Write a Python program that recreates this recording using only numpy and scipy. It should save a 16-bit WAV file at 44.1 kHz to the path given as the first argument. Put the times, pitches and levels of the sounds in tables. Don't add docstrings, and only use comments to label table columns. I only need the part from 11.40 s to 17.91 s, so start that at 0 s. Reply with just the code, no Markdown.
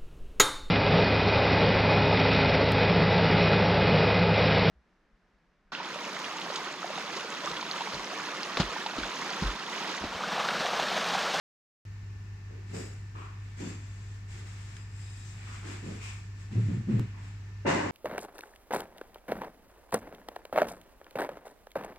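import sys
import numpy as np
from scipy import signal
from scipy.fft import rfft, irfft, next_fast_len
from scipy.io import wavfile
from scipy.ndimage import uniform_filter1d, map_coordinates

SR = 44100
rng = np.random.default_rng(int(sys.argv[2]) if len(sys.argv) > 2 else 0)


def transcribe(u):
    v = np.clip(np.atleast_2d(u).T, -1, 1)
    q = np.round(v * 32767).astype(np.int16)
    wavfile.write(sys.argv[1], SR, q)


N = 287091
T = np.arange(N) / SR


def amp(db):
    return 10 ** (np.asarray(db) / 20)


def unit(x):
    return x / np.sqrt(np.mean(x ** 2) + 1e-20)


def along(points, hz):
    freqs_hz, values = np.transpose(points)
    return np.interp(np.log(hz + 1), np.log(freqs_hz + 1), values)


def wobble(rate_hz):
    return map_coordinates(rng.standard_normal(int(N * rate_hz / SR) + 4), [T * rate_hz])


def filtered(x, response):
    size = next_fast_len(N + SR // 2)
    return irfft(rfft(x, size) * response(np.fft.rfftfreq(size, 1 / SR)), size)[..., :N]


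def shaped(x, curve):
    return filtered(x, lambda hz: amp(along(curve, hz)))


def coloured(x, curve):
    return unit(shaped(x, curve))


def resonant(x, modes):
    def response(f):
        return sum(amp(db) * (2j * f * width_hz / (hz * hz - f * f + 2j * f * width_hz)) ** 2
                   for hz, width_hz, db in modes)
    return unit(filtered(x, response))


def noise():
    return rng.standard_normal((2, N))


def grit(rate_hz, share):
    slips = noise() * (rng.random(N) < rate_hz / SR)
    return np.sqrt(share) * unit(slips) + np.sqrt(1 - share) * noise()


def even(x, samples):
    return x / np.sqrt(np.abs(uniform_filter1d(x ** 2, samples)) + 1e-6)


def stroke(start_s, rise_s, hold_s, t60_s):
    decay_s = np.maximum(T - start_s - rise_s - hold_s, 0)
    return np.clip((T - start_s) / rise_s, 0, 1) * amp(-60 * decay_s / t60_s)


def together(envelopes):
    return np.sqrt(sum(e ** 2 for e in envelopes))


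def ring(modes, t):
    out = 0
    for hz, db, t60_s in modes:
        flutter = amp(2.5 * wobble(26.0)[:len(t)])
        tone = np.sin(2 * np.pi * (hz * t + rng.random((2, 1))))
        out += amp(db - 60 * t / t60_s) * flutter * tone
    return out


def add(track, start_s, sound):
    span = track[:, round(start_s * SR):][:, :sound.shape[1]]
    span += sound[:, :span.shape[1]]


def workshop():
    # freq_hz, level_db, drift_hz
    lines = [(100, -42, 0.37), (48.8, -54.5, 1.7), (173, -62, 2.45), (1736, -75.5, 7.65),
             (1788, -67.5, 7.06)]
    # freq_hz, density_db
    air = [(30, -45), (130, -7), (220, -0.5), (400, -2), (510, -11), (630, -11), (880, -6), (1300, -8.5),
           (1800, -7), (2650, -8.5), (3200, -17), (5400, -15.5), (7600, -21), (8600, -33), (15500, -44.5)]
    drone = [(15, -28), (30, 2), (46, -5), (65, 8.5), (110, 7.5), (175, -5.5), (220, -8), (320, -44.5)]
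    hum = 0
    for hz, db, drift_hz in lines:
        pitch_hz = hz + drift_hz * np.array([wobble(12), wobble(18)])
        hum += amp(db) * np.sqrt(2) * np.sin(2 * np.pi * np.cumsum(pitch_hz, 1) / SR)
    return hum + amp(-58) * coloured(noise(), air) + amp(-51.5) * coloured(noise(), drone)


def far_bang():
    # start_s, level_db, cutoff_hz
    blows = [(6.249, -26, 600), (6.254, -31.5, 2200), (6.263, -30.5, 6200), (6.272, -31.5, 9100),
             (6.286, -28.5, 14000)]
    # freq_hz, density_db
    crash = [(70, -32), (130, -9), (210, -6), (320, -5.5), (468, -12), (549, -3.5), (650, -10.5),
             (1000, -5.5), (1200, -14), (1800, -10), (2830, -17), (3150, -23.5), (7600, -25.5), (9000, -37),
             (12500, -49), (15500, -63)]
    # freq_hz, t60_s
    hall = [(150, 1.35), (1000, 1.23), (4000, 0.92), (8000, 0.85), (15000, 0.65)]
    # freq_hz, gain_db, t60_s
    modes = [(230, -17, 1.4), (302, -1.5, 1.4), (343, -6, 1.6), (401.5, -0.5, 1), (547, 4, 0.45),
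             (686, 0, 0.61), (873, -3, 0.77), (976, -9.5, 0.99), (1200, -10, 0.54), (1554, -7, 1),
             (1714, -12, 1.6), (2040, -8, .8), (2730, -12, 0.59), (2840, -11.5, 0.8)]
    out, t = np.zeros((2, N)), np.arange(SR // 2) / SR
    for start_s, db, cutoff_hz in blows:
        wash = filtered(coloured(noise(), crash), lambda f: 1 / np.sqrt(1 + (f / cutoff_hz) ** 6))
        hz, age_s, frames = signal.stft(wash[:, :len(t)], SR, nperseg=256)
        decay = amp(-60 * age_s / along(hall, hz)[:, None])
        tail = signal.istft(frames * decay, SR, nperseg=256)[1][:, :len(t)]
        add(out, start_s, amp(db) * tail * (1 - np.exp(-t / 0.0023)))
    add(out, blows[1][0], amp(-31) * ring(modes, t) * (1 - np.exp(-t / 0.015)))
    return out


def camera_grip():
    # start_s, hold_s, boom_db, creak_db
    slips = [(5.105, 0.022, -40, -39.5), (5.145, 0.041, -23, -34), (5.214, .04, -27.5, -46),
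             (5.272, 0.049, -29.5, -32.5), (5.35, 0.027, -29.5, -41), (5.469, 0.031, -39, -26.5),
             (5.519, 0.052, -23.5, -31.5)]
    # freq_hz, width_hz, gain_db
    boom_modes = [(114.9, 6.8, 0)]
    creak_modes = [(194.8, 31.4, 6), (262, 65, -10.5), (326, 32, -22)]
    rise_s, t60_s = 0.022, 0.26
    boom = together(amp(db) * stroke(s, rise_s, hold_s, t60_s) for s, hold_s, db, _ in slips)
    creak = together(amp(db) * stroke(s, rise_s, hold_s, t60_s) for s, hold_s, _, db in slips)
    rumble = boom * even(resonant(grit(rate_hz=190, share=0.48), boom_modes), samples=1800)
    rumble += creak * even(resonant(grit(rate_hz=210, share=0.2), creak_modes), samples=1800)
    return shaped(rumble, [(50, -19), (95, -1.5), (380, 0.5), (600, -1.5)])


def click():
    start_s, level_db = 5.596, -24
    out, t = np.zeros((2, N)), np.arange(SR // 20) / SR
    add(out, start_s, -amp(level_db) * np.exp(-t / 0.002) * np.array([[1], [0]]))
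    return out


def housing_shoves():
    # start_s, rise_s, level_db, pitch_hz
    shoves = [(1.083, 0.024, -49, 387), (1.27, 0.082, -44, 213), (1.325, .012, -38, 388),
              (1.74, .016, -49, 370), (2.165, .04, -46, 184), (2.2, 0.003, -38.5, 270),
              (2.936, 0.024, -52.5, 357), (4.05, 0.038, -56, 240), (4.226, 0.033, -43, 300),
              (4.424, 0.015, -39, 210), (4.458, .022, -47, 387), (5.738, 0.054, -57, 214)]
    # freq_hz, gain_db
    housing = [(90, -10), (160, 2.5), (450, -6.5), (620, -10), (1000, -12), (2000, -28)]
    rub, out = noise(), 0
    for start_s, rise_s, db, hz in shoves:
        hollow = even(resonant(rub, [(hz, 110, 0), (300, 300, -13)]), samples=2200)
        out += amp(db) * stroke(start_s, rise_s, hold_s=0.065, t60_s=0.46) * hollow
    return shaped(out, housing)


def housing_scrapes():
    # start_s, rise_s, hold_s, level_db, pitch_hz, upper_gain_db
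    scrapes = [(1.75, .002, 0.11, -49, 1140, -11), (4.042, 0.053, 0.048, -55.5, 1210, -18),
               (4.207, .031, 0.045, -57.5, 950, -12), (4.589, 0.039, 0.08, -48.5, 1166, 6),
               (5.726, 0.017, 0.034, -57, 940, -4)]
    friction, out = grit(rate_hz=450, share=0.37), 0
    for start_s, rise_s, hold_s, db, hz, upper_db in scrapes:
        hollow = resonant(friction, [(hz, 274, 0), (2.025 * hz, 360, upper_db)])
        out += amp(db) * stroke(start_s, rise_s, hold_s, t60_s=0.52) * hollow
    return out


def tab_clinks():
    # start_s, tick_db, ring_db, ring_hz
    contacts = [(1.348, -44, -58, 6840), (1.366, -42, -65, 8400), (2.2, -50, -65, 3600),
                (2.224, -56, -62, 5170), (2.293, -58, -59, 7600), (3.367, -39.5, -63, 5050),
                (3.594, -48, -70, 7500), (3.661, -57, -62, 3775), (3.85, -52, -64, 6050)]
    # freq_hz, gain_db
    colour = [(800, -25), (1700, 9), (3500, -1), (7600, -1), (9000, -12), (15000, -30)]
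    ticks, rings, t = np.zeros((2, N)), np.zeros((2, N)), np.arange(SR) / SR
    tick_t60_s, ring_t60_s = 0.02, 0.8
    for start_s, tick_db, ring_db, hz in contacts:
        add(ticks, start_s, amp(tick_db - 60 * t / tick_t60_s) * rng.standard_normal((2, len(t))))
        add(rings, start_s, ring([(hz, ring_db, ring_t60_s)], t))
    return rings + shaped(ticks, colour)


def metal_edges():
    # freq_hz, width_hz, gain_db
    plate = [(4050, 230, -11), (5070, 700, -7), (6900, 140, -4), (7120, 90, -0.5), (7700, 340, -4.5),
             (8440, 62, -12), (10900, 1500, -26)]
    bracket = [(3500, 82, -4.5), (4600, 73, -2), (5130, 70, -6.5), (5730, 80, -7), (6040, 100, -4.5),
               (6480, 80, -1), (7260, 150, -1), (7520, 41, 4), (8790, 200, -15.5)]
    terminal = [(2500, 36, -4), (3780, 20, -8.5), (4975, 58, -7), (6300, 60, -20), (7330, 60, -13),
                (7494, 27, -1), (7640, 30, -3.5), (8860, 200, -17.5)]
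    # freq_hz, density_db
    hiss = [(1800, -29), (3400, 0.5), (4200, -3), (5200, 1), (6200, -2.5), (7600, 3), (8500, -6.5),
            (10000, -16.5), (12000, -24.5), (15000, -30)]
    grazes = [(plate, stroke(1.317, rise_s=0.023, hold_s=0.34, t60_s=0.67)),
              (bracket, 0.76 * stroke(2.17, rise_s=0.02, hold_s=0.19, t60_s=1.3)),
              (terminal, 0.54 * stroke(3.37, rise_s=0.005, hold_s=0.36, t60_s=1.6))]
    sing = sum(np.sqrt(share) * resonant(noise(), part) for part, share in grazes)
    hiss_share = np.maximum(1 - sum(share for _, share in grazes), 0)
    return sing + np.sqrt(hiss_share) * coloured(grit(rate_hz=1300, share=0.1), hiss)


def finger_slides():
    # start_s, rise_s, hold_s, rasp_db, hiss_over_rasp_db
    slides = [(1.07, 0.056, .12, -65, -14), (1.257, 0.055, .02, -57.5, -3.5),
              (1.325, 0.026, 0.058, -49.5, 0), (1.748, .03, 0.063, -58, -8), (1.93, 0.12, 0.17, -62.5, -7),
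              (2.161, 0.048, 0.085, -49.5, -2), (2.38, 0.071, 0.3, -63, -1), (2.868, 0.05, 0.079, -55, -2),
              (3.04, 0.032, 0.32, -57.5, -1.5), (3.46, 0.16, 0.29, -60.5, 4), (3.847, 0.3, 0.025, -50, -5),
              (4.211, 0.077, 0.052, -48, -4), (4.412, 0.052, 0.11, -53, -3.5),
              (4.591, 0.048, 0.054, -53, 2.5), (4.938, 0.069, .02, -62.5, 0.5),
              (5.103, 0.024, 0.22, -54.5, -7), (5.47, 0.037, 0.1, -52.5, -11),
              (5.748, 0.086, 0.053, -58.5, -6)]
    # freq_hz, density_db
    rasp_spectrum = [(200, -28), (480, -8), (700, -4.5), (1300, -2), (2300, 0), (2750, -2.5), (3200, -9.5),
                     (4500, -13.5), (8000, -63)]
    crackle_spectrum = [(6000, -32), (8200, -2), (9500, -2), (12000, -4), (15000, -8.5)]
    rasp_t60_s, hiss_t60_s = 0.74, 0.63
    rasp_gain = together(amp(db) * stroke(*timing_s, rasp_t60_s) for *timing_s, db, _ in slides)
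    hiss_gain = together(amp(db + over_db) * stroke(*timing_s, hiss_t60_s)
                         for *timing_s, db, over_db in slides)
    crackle = amp(-22) * coloured(grit(rate_hz=300, share=0.7), crackle_spectrum)
    rasp = coloured(grit(rate_hz=1200, share=0.21), rasp_spectrum)
    return rasp_gain * rasp + hiss_gain * (metal_edges() + crackle)


def mic_ports(x):
    # freq_hz, correlation
    likeness = [(100, .998), (190, .975), (300, .8), (400, .45), (500, -.25), (600, -.5), (800, -.15),
                (1100, .08), (1750, .25), (2400, -.15), (3300, .03), (15000, .03)]
    # freq_hz, left_minus_right_db
    balance = [(320, 0), (430, -2.5), (630, 4), (950, 0), (1700, 0.5), (3000, 2), (4300, 0), (5800, 3.5),
               (7700, 8), (9500, -0.5)]

    def mid_side_gains(hz):
        angle_rad = np.arccos(np.clip(along(likeness, hz), -1, 1)) / 2
        return np.array([np.cos(angle_rad), np.sin(angle_rad)])
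    mid, side = filtered(x, mid_side_gains)
    left_right = np.array([mid + side, mid - side])
    return filtered(left_right, lambda hz: amp(along(balance, hz) * np.array([[0.5], [-0.5]])))


def scene():
    background = workshop()
    switches = finger_slides() + housing_shoves() + housing_scrapes() + tab_clinks()
    return mic_ports(background + switches + camera_grip() + click() + far_bang())


def record(dry):
    start_s, top_hz = 0.452, 15700
    return filtered(dry * (T > start_s), lambda hz: hz < top_hz)


dry = scene()
out = record(dry)
transcribe(out)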